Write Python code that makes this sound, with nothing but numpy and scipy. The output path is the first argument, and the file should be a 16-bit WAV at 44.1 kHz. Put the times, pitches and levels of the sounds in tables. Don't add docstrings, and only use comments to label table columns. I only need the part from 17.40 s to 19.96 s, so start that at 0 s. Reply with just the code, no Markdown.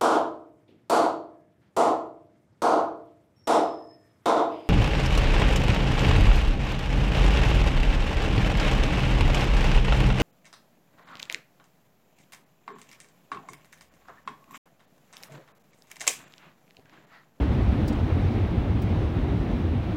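import sys
import numpy as np
from scipy import signal
from scipy.fft import rfft, irfft
from scipy.io import wavfile
from scipy.ndimage import uniform_filter1d

SR = 44100
rng = np.random.default_rng(int(sys.argv[2]) if len(sys.argv) > 2 else 0)


def invert_db(x):
    u = np.asarray(x, float) / 20
    return 10 ** u


def output_pcm(signal):
    pcm = np.clip(np.atleast_2d(signal).T, -1, 1) * 32767
    wavfile.write(sys.argv[1], SR, np.round(pcm).astype(np.int16))


N = 112896

# time in seconds, wind level in dB.
WIND = [(0.0, -45.5), (0.2, -45.5), (0.4, -46), (.62, -46), (0.85, -45.5), (1.02, -47), (1.18, -47.5),
        (1.35, -48), (1.55, -46), (1.74, -48), (1.95, -47.5), (2.2, -47.5), (2.4, -49.5), (2.56, -47.5)]
WIND_MEAN_DB = -48


def evened(x):
    return x / np.sqrt(np.mean(x ** 2) + 1e-20)


def read(points, hz):
    f, value = np.transpose(points)
    return np.interp(np.log(hz + 1), np.log(f + 1), value)


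def follow(curve):
    return np.interp(np.arange(N) / SR, *np.transpose(curve))


def resonate(x, hz, width):
    r = np.exp(-np.pi * width / SR)
    pole = r * np.exp(2j * np.pi * hz / SR)
    return 2 * signal.lfilter([1 - r], [1, -pole], x).real


def rush(shape, size, patchy_db, flicker_db):
    hop = size // 4
    frames = N // hop + 5
    hz = np.fft.rfftfreq(size, 1 / SR)
    a, b, patches = rng.standard_normal((frames, len(hz), 3)).T
    patches = uniform_filter1d(patches, size=12, axis=0)
    patches = evened(uniform_filter1d(patches, size=12, axis=1))
    flicker = evened(uniform_filter1d(rng.standard_normal(frames), size=6))
    level_db = read(shape, hz)[:, None] + patchy_db * patches + flicker_db * flicker
    z = (a + 1j * b) * invert_db(level_db)
    return evened(signal.istft(z, nperseg=size, noverlap=size - hop)[1][:N])


def hiss():
    # frequency in Hz, density in dB per Hz.
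    seal_spectrum = [(2240, -14.5), (3800, -3.5), (4950, -6.5), (6220, -11.5), (7230, -18.5), (11800, -22),
                     (15200, -17.5), (16000, -26.5)]
    gust_db = 1.0 * (follow(WIND) - WIND_MEAN_DB)
    under_wind_db = -12.5
    noise = rush(seal_spectrum, size=512, patchy_db=0.64, flicker_db=0.5)
    return invert_db(WIND_MEAN_DB + under_wind_db + gust_db) * noise


def roar():
    # frequency in Hz, density in dB per Hz.
    tyre_spectrum = [(210, -18), (350, -1), (637, -7), (764, -7.5), (887, -11.5), (1680, -18.5),
                     (2130, -18.5), (3830, -27), (4500, -37.5), (5850, -76), (9900, -120)]
    gust_db = 0.85 * (follow(WIND) - WIND_MEAN_DB)
    over_wind_db = 10
    noise = rush(tyre_spectrum, size=1024, patchy_db=0.44, flicker_db=0.75)
    return invert_db(WIND_MEAN_DB + over_wind_db + gust_db) * noise


def tick(start, level_db, tilt_db, ring_db, t60):
    # frequency in Hz, density in dB per Hz.
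    glass_spectrum = [(1760, -31), (3000, -11), (3780, -3), (4760, -2.5), (7500, -11), (9010, -10.5),
                      (16000, -8.5)]
    # mode frequency in Hz, width in Hz, level in dB.
    pane_modes = [(4830, 500, -1), (5600, 900, -3), (6900, 800, -2), (7840, 900, -4)]
    rise_s, hold_s, grit_db = 0.0045, 0.007, 1.2
    low_hz, low_lag_s = 6200, 0.0025

    t = np.arange(4096) / SR
    hz = np.fft.rfftfreq(len(t), 1 / SR)
    burst, grit = rng.standard_normal((2, len(t)))
    burst = burst * invert_db(grit_db * evened(uniform_filter1d(grit, size=30)))
    colour_db = read(glass_spectrum, hz) + tilt_db * np.log2(hz / 7000 + 0.01)
    plain = evened(irfft(rfft(burst) * invert_db(colour_db)))
    ring = np.zeros(len(t))
    for f, width, db in pane_modes:
        ring += invert_db(db) * evened(resonate(resonate(burst, f, width), f, width))
    sound = evened(plain + invert_db(ring_db) * evened(ring))
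    low = irfft(rfft(sound) / (1 + (hz / low_hz) ** 8))

    def swell(u):
        rise = np.sin(np.pi / 2 * np.clip(u / rise_s, 0, 1))
        return rise * invert_db(level_db - 60 * np.maximum(u - hold_s, 0) / t60)

    out = np.zeros(N + len(t))
    out[round(start * SR):][:len(t)] = swell(t) * (sound - low) + swell(t - low_lag_s) * low
    return out[:N]


def ice():
    # start in seconds, level in dB, brightness in dB per octave,
    # pane ring in dB, decay time t60 in seconds.
    grains = [
        (0.4757, -41.5, 1.5, -9, 0.075),
        (0.5235, -53.5, -4, -2, .055),
        (.915, -61, -7, -10, .25),
        (1.4158, -47.5, 4, -24, 0.077),
    ]
    return sum(tick(*row) for row in grains)


def rumble():
    # time in seconds, rumble level in dB.
    road_load = [(0, -27), (.6, -28.5), (1.3, -28.5), (1.9, -28.5), (2.56, -29.5)]
    # frequency in Hz, density in dB per Hz.
    body_spectrum = [(15, -42), (45, 0), (70, -3.5), (105, -1), (146, -6.5), (298, -9), (450, -28),
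                     (700, -65)]
    # frequency in Hz, width in Hz, level in dB relative to the rumble.
    cabin_modes = [(239.8, 55, -13), (308.5, 107, -13.5)]
    shake = rng.standard_normal(N)
    booms = np.zeros(N)
    for hz, width, db in cabin_modes:
        booms += invert_db(db) * evened(resonate(resonate(shake, hz, width), hz, width))
    noise = rush(body_spectrum, size=4096, patchy_db=-1.0, flicker_db=-0.7)
    return invert_db(follow(road_load)) * evened(noise + booms)


def jolts(rows, rise_s, fall_s, trim_db):
    out = np.zeros(N)
    for (peak, level_db, hz), phase in zip(rows, rng.random(len(rows))):
        t = np.arange(N) / SR - peak
        swing = np.exp(-0.5 * (t / np.where(t < 0, rise_s, fall_s)) ** 2)
        out += swing * invert_db(level_db + trim_db) * np.sin(2 * np.pi * (hz * t + phase))
    return np.sqrt(2) * out


def bumps():
    # peak time in seconds, level in dB, body pitch in Hz.
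    heaves = [(0.029, -22.5, 67), (0.061, -27, 110), (0.104, -20.5, 69), (0.114, -33, 111),
              (0.167, -28, 132), (0.193, -27, 81), (0.209, -24.5, 55.8), (0.24, -26, 104.0),
              (0.297, -19, 66), (0.301, -28.5, 92), (0.382, -29.5, 118.0), (0.442, -25.5, 80),
              (0.452, -31, 136), (0.516, -26.5, 72.5), (0.564, -25, 70), (0.568, -28, 44.0),
              (0.627, -26.5, 87), (0.64, -26, 116), (0.732, -20.8, 81), (0.734, -28, 126.0),
              (0.779, -30, 70.0), (0.78, -28, 102.0), (0.853, -23.5, 90.0), (0.859, -31.5, 42.0),
              (0.875, -28.5, 126), (0.953, -28.5, 95), (0.988, -26.5, 110.3), (1.024, -22.0, 94.2),
              (1.048, -27.5, 65.2), (1.085, -30.5, 91), (1.18, -25.5, 95), (1.187, -25, 65.4),
              (1.314, -24.5, 87.3), (1.353, -23, 109.5), (1.371, -30.5, 64.5), (1.439, -29, 53),
              (1.461, -25.5, 98.6), (1.519, -23.1, 85.5), (1.59, -24.5, 102.6), (1.624, -28.5, 48.0),
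              (1.663, -24.5, 71), (1.715, -28, 93), (1.77, -31, 98), (1.778, -28.5, 67.6),
              (1.81, -29, 42.0), (1.838, -26, 78.0), (1.914, -24.5, 67.7), (1.945, -25.5, 111),
              (2.015, -27, 52.0), (2.134, -26, 51), (2.255, -24.5, 86), (2.317, -25.5, 77.6),
              (2.374, -26.2, 99), (2.412, -28.6, 75.4), (2.471, -26, 86.4), (2.536, -28.5, 96.8)]
    # peak time in seconds, level in dB, panel pitch in Hz.
    drums = [(0.015, -30.3, 278), (0.111, -27.5, 183), (0.112, -31.5, 241), (0.19, -29, 202),
             (0.2, -30.5, 256), (0.229, -31, 223), (0.239, -26.5, 143.0), (0.278, -28.5, 210),
             (0.307, -31.5, 265), (0.33, -28, 141), (0.335, -26.5, 196), (0.343, -27.5, 240),
             (0.357, -30.6, 285), (0.382, -33, 185), (0.401, -33.5, 325), (0.423, -27.5, 208),
             (0.47, -32.5, 282), (0.479, -30.2, 157), (0.496, -29, 223), (0.527, -33, 136),
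             (0.53, -27, 299.4), (0.643, -30.5, 243), (0.691, -33, 314), (0.78, -30, 276),
             (0.797, -31.5, 199.0), (0.849, -28.5, 149), (0.911, -26.5, 224), (0.926, -33, 286),
             (0.967, -30, 219.0), (0.981, -32.5, 299.0), (1.045, -32.5, 176), (1.132, -37.5, 320),
             (1.14, -26.5, 175), (1.314, -27, 177.0), (1.456, -27, 181), (1.484, -31, 133),
             (1.503, -33, 199.0), (1.519, -28.8, 235.6), (1.55, -37.5, 260), (1.566, -28, 161),
             (1.696, -35, 219), (1.703, -29, 149.0), (1.769, -29.5, 173), (1.792, -32.5, 249.0),
             (1.842, -29.9, 137), (1.881, -31, 138), (1.959, -28, 178), (2.033, -33.5, 255),
             (2.107, -28, 199), (2.146, -33, 233), (2.343, -32.5, 186), (2.351, -29.5, 240),
             (2.361, -28, 136), (2.501, -26.5, 182), (2.504, -34, 251.0), (2.545, -30, 302)]
    body = jolts(heaves, rise_s=0.018, fall_s=0.02, trim_db=-0.5)
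    panels = jolts(drums, rise_s=0.013, fall_s=0.015, trim_db=-2)
    return body + panels


def scene():
    return (hiss() + roar() + ice() + rumble() + bumps())[None]


def band_limit(x):
    return signal.sosfilt(signal.butter(12, 16710, fs=SR, output="sos"), x)


def record(dry):
    # frequency in Hz, gain in dB.
    response = [(12, -38), (22, -15), (30, 3), (40, 1.5), (9000, 0), (14800, -6), (15600, 1)]
    band_limit_hz, fade_s = 15830, 0.001
    held = np.pad(dry, ((0, 0), (4096, 4096)), mode="reflect")
    hz = np.fft.rfftfreq(held.shape[1], 1 / SR)
    gain = invert_db(read(response, hz)) * (hz < band_limit_hz)
    heard = irfft(rfft(held) * gain, held.shape[1])[:, 4096:-4096]
    t = np.arange(N) / SR
    fade_in = np.sin(np.pi / 2 * np.clip(t / fade_s, 0, 1)) ** 2
    return band_limit(fade_in * heard)


dry = scene()
out = record(dry)
output_pcm(out)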